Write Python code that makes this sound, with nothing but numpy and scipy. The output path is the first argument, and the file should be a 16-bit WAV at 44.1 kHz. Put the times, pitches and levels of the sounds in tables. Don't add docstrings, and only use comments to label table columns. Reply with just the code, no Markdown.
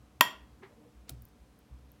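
import sys
import numpy as np
from scipy import signal
from scipy.io import wavfile

SR = 44100
rng = np.random.default_rng(int(sys.argv[2]) if len(sys.argv) > 2 else 0)


def transcribe(u):
    v = np.clip(np.atleast_2d(u).T, -1, 1)
    q = np.round(v * 32767).astype(np.int16)
    wavfile.write(sys.argv[1], SR, q)


N = 88200
TIME_S = np.arange(N) / SR


# frequency_hz, level_db, t60_s
BOWL_MODES = [(250, -24.5, 0.022), (334, -27.5, .015), (615, -22, 0.045), (865, -32.5, 0.025),
              (966, -25, .26), (1903, -32, .3), (3210, -34, .3), (3300, -37, .35), (7090, -42, .15),
              (11170, -32, .07), (1021.5, -12, 0.053), (1097, -17.5, 0.043), (1390, -11.5, 0.021),
              (1590, -26.5, 0.075), (1867, -14.5, 0.049), (2440, -20, 0.03), (2688, -15, 0.028),
              (2766, -9, 0.0086), (3196, -15, 0.027), (3526, -13, .013), (4530, -22.5, 0.0093),
              (5380, -21.5, .01), (7290, -20, 0.017), (9330, -25.5, 0.0089), (11660, -20, .007),
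              (12495, -13, 0.0086), (14800, -20, 0.0082), (15100, -24, 0.0064)]

def bowl_knock(start_s=.2086, contact_s=.001, low_cut_hz=130):
    sound = burst(start_s, level_db=-18, rise_s=contact_s, t60_s=.022, centre_hz=6000, width_hz=14000)
    for frequency_hz, level_db, t60_s in BOWL_MODES:
        mode = np.sin(2 * np.pi * frequency_hz * (TIME_S - start_s))
        sound += amp(level_db) * mode * swell(start_s, contact_s, t60_s)
    return high_pass(sound, low_cut_hz)


# start_s, pop_db, fizz_db, centre_hz, width_hz, t60_s
STICKY_SNAPS = [(.312, -61, -53, 15000, 2500, .006), (1.103, -56, -50.5, 11500, 9000, 0.024),
                (1.0935, -27, -35, 8500, 13600, .007), (1.0949, -23, -31, 8500, 13600, .008),
                (1.2219, -32, -50.5, 13260, 5100, 0.0095), (1.2533, -45.5, -45.5, 13000, 5000, 0.0036),
                (1.2531, -33.5, -67, 13800, 5000, 0.013), (1.287, -45, -62, 13500, 4000, .004),
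                (1.5905, -38.5, -55, 13830, 5080, 0.0071), (1.9182, -49, -51.5, 14000, 4900, 0.0033)]

def sticky_snaps(rise_s=.0005):
    sound = np.zeros(N)
    for start_s, pop_db, fizz_db, centre_hz, width_hz, t60_s in STICKY_SNAPS:
        impulse = np.full(N, 1e-18)
        impulse[int(start_s * SR)] = amp(pop_db)
        sound += band(impulse, centre_hz - width_hz / 2, centre_hz + width_hz / 2)
        sound += burst(start_s - rise_s, fizz_db, rise_s, t60_s, centre_hz, width_hz)
    return sound


# start_s, level_db, rise_s, t60_s, centre_hz, width_hz
BUMP_BANDS = [(0.615, -54.5, 0.019, 0.2, 1880, 644), (0.616, -56.5, .012, 0.28, 960, 527),
              (.622, -65, 0.014, 0.17, 2860, 1980), (.6, -56.5, 0.014, 0.12, 251.7, 150),
              (0.691, -61, 0.0084, 0.4, 525, 196), (.8, -65.5, 0.023, .4, 500, 195),
              (1.092, -58, 0.00081, 0.072, 2350, 394), (1.069, -62, 0.017, 0.22, 2340, 4000),
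              (1.092, -50.5, 0.0044, 0.23, 219, 156), (1.092, -54, 0.0027, 0.091, 700, 148),
              (1.092, -60, 0.0016, 0.08, 1364, 198)]

def dull_bumps():
    return sum(burst(*row) for row in BUMP_BANDS)


# start_s, level_db, rise_s, t60_s, pitch_hz
BUMP_TONES = [(.618, -46, .018, .13, 395), (.762, -53, .018, .15, 215), (.765, -57, .015, .2, 465),
              (.78, -59, .03, .5, 300), (.835, -56, .035, .15, 480)]

def hollow_tones():
    sound = np.zeros(N)
    for start_s, level_db, rise_s, t60_s, pitch_hz in BUMP_TONES:
        phase = 2 * np.pi * pitch_hz * TIME_S + .53 * drift(32)
        sound += amp(level_db) * np.sin(phase) * swell(start_s, rise_s, t60_s)
    return sound


# frequency_hz, t60_s, level_db
ROOM_DECAY = [(150, 0.67, -14), (400, 0.43, -14), (990, 0.39, -18.5), (2000, 0.38, -18.5),
              (3300, 0.32, -19), (6000, 0.29, -14), (9000, .22, -15), (12000, .19, -16),
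              (15000, .18, -17.5)]

def kitchen_reverb(source, delay_s=.004, rise_s=.002):
    frequency_hz, *columns = np.transpose(ROOM_DECAY)
    edges_hz = 100 * 2 ** np.arange(0, 7.6, .5)
    tail = np.zeros(N)
    for low_hz, high_hz in zip(edges_hz, edges_hz[1:]):
        t60_s, level_db = [at_band_centre(low_hz, high_hz, frequency_hz, c) for c in columns]
        reflections = band(rng.standard_normal(N), low_hz, high_hz)
        tail += amp(level_db) * reflections * swell(delay_s, rise_s, t60_s)
    impulse_response = tail[:SR // 2] / np.sqrt(SR / 100)
    return signal.fftconvolve(source, impulse_response)[:N]


# time_s, pitch_hz, level_db, octave_db
SHUDDER_COURSE = [(0.0, 63.3, -59.5, -58.5), (0.1, 61.5, -66, -80), (0.17, 65.4, -60, -82),
                  (0.21, 64.7, -88, -46), (0.24, 63, -82.5, -86), (0.27, 62.6, -64, -54.5),
                  (0.31, 64.7, -80, -84), (0.34, 61.3, -64.5, -87), (0.44, 60.6, -52, -66),
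                  (0.48, 61.5, -68.5, -67.5), (0.53, 60.2, -53.5, -70), (0.59, 61.4, -76.5, -73.5),
                  (0.9, 59.7, -78, -68.5), (0.98, 57.8, -51, -71.5), (1.04, 61.7, -58.5, -87.5),
                  (1.09, 60.86, -67.5, -77.5), (1.12, 63.3, -47.5, -46), (1.19, 59.85, -52, -55.5),
                  (1.24, 59.0, -54.5, -57), (1.27, 56.3, -80, -68), (1.32, 59.8, -58.5, -85.5),
                  (1.36, 57.3, -74, -92), (1.42, 58.2, -49.5, -84), (1.47, 56, -73, -74.5),
                  (1.52, 55.2, -64.5, -76.5), (1.56, 54.5, -71.5, -65.5), (1.59, 54.8, -74, -79),
                  (1.65, 63.9, -67, -86), (1.68, 62.9, -89, -73.5), (1.72, 62.63, -45, -55),
                  (1.75, 61.6, -47, -62.5), (1.8, 65.06, -59.5, -65), (1.85, 64.6, -54, -66),
                  (2.0, 64.3, -70, -73.5)]

def shudder():
    time_s, *columns = np.transpose(SHUDDER_COURSE)
    pitch_hz, level_db, octave_db = [np.interp(TIME_S, time_s, c) for c in columns]
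    phase = 2 * np.pi * np.cumsum(pitch_hz) / SR
    fundamental = amp(level_db) * np.sin(phase)
    octave = amp(octave_db + .56 * drift(15)) * np.cos(2 * phase + 1.2 * drift(8))
    return np.sqrt(2) * (fundamental + octave)


# frequency_hz, relative_level_db
HUSH_SPECTRUM = [(88, -35), (150, -7), (172, -7), (218, -1), (323, -14.5), (479, -9.5), (752, -19),
                 (830, -14.5), (1470, -21), (4970, -29), (14100, -36), (16500, -46.5)]

def room_hush(level_db=-65, flicker_db=.5):
    edges_hz = 130 * 2 ** np.arange(0, 7.2, 1 / 3)
    white = rng.standard_normal((2, N))
    sound = np.zeros(N)
    for k, (low_hz, high_hz) in enumerate(zip(edges_hz, edges_hz[1:])):
        band_db = at_band_centre(low_hz, high_hz, *np.transpose(HUSH_SPECTRUM))
        sound += amp(band_db + flicker_db * drift(2.7)) * band(white[k % 2], low_hz, high_hz)
    return amp(level_db) * rms_one(sound)


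# pitch_hz, level_db
HUM_PARTIALS = [(147, -73.5), (205, -70), (300, -70.5), (738, -77)]

def room_hum():
    return sum(amp(level_db + drift(1.7)) * np.sin(2 * np.pi * pitch_hz * TIME_S + 1.5 * drift(3))
               for pitch_hz, level_db in HUM_PARTIALS)


def rumble(level_db=-68.5, low_hz=45, high_hz=102):
    return amp(level_db) * rms_one(band(rng.standard_normal(N), low_hz, high_hz))


def burst(start_s, level_db, rise_s, t60_s, centre_hz, width_hz):
    low_hz = np.sqrt(centre_hz ** 2 + width_hz ** 2 / 4) - width_hz / 2
    noise = rms_one(band(rng.standard_normal(N), low_hz, low_hz + width_hz))
    return amp(level_db) * noise * swell(start_s, rise_s, t60_s)


def swell(start_s, rise_s, t60_s):
    age_s = np.maximum(TIME_S - start_s, 0)
    attack = np.minimum(age_s / rise_s, 1) ** 2
    return attack * amp(-60 * np.maximum(age_s - rise_s, 0) / t60_s)


def drift(rate_hz, hop=40, settle=2000):
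    pole = np.exp(-2 * np.pi * rate_hz * hop / SR)
    white = rng.standard_normal(N // hop + settle + 2)
    slow = signal.lfilter([1], [1, -2 * pole, pole * pole], white)[settle:]
    return np.interp(np.arange(N) / hop, np.arange(len(slow)), rms_one(slow))


def at_band_centre(low_hz, high_hz, frequency_hz, values):
    return np.interp(np.log(low_hz * high_hz) / 2, np.log(frequency_hz), values)


def band(x, low_hz, high_hz):
    edges_hz = np.clip([low_hz, high_hz], 15, .46 * SR)
    return signal.sosfilt(signal.butter(2, edges_hz, "band", fs=SR, output="sos"), x)


def high_pass(x, cutoff_hz):
    return signal.sosfilt(signal.butter(2, cutoff_hz, "high", fs=SR, output="sos"), x)


def amp(level_db):
    return 10 ** (np.asarray(level_db) / 20)


def rms_one(x):
    return x / np.sqrt(np.mean(x ** 2) + 1e-20)


def scene(snap_reverb_db=-5.5):
    knock, snaps = bowl_knock(), sticky_snaps()
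    background = rumble()
    reverb = kitchen_reverb(knock + amp(snap_reverb_db) * snaps)
    bumps = dull_bumps() + hollow_tones()
    background += shudder() + room_hush() + room_hum()
    return (knock + snaps + bumps + reverb + background)[None]


def record(dry, low_cut_hz=40, peak_limit=.9, stopband_hz=17050):
    clipped = np.clip(high_pass(dry, low_cut_hz), -peak_limit, peak_limit)
    return signal.sosfilt(signal.cheby2(20, 60, stopband_hz, fs=SR, output="sos"), clipped)


dry = scene()
out = record(dry)
transcribe(out)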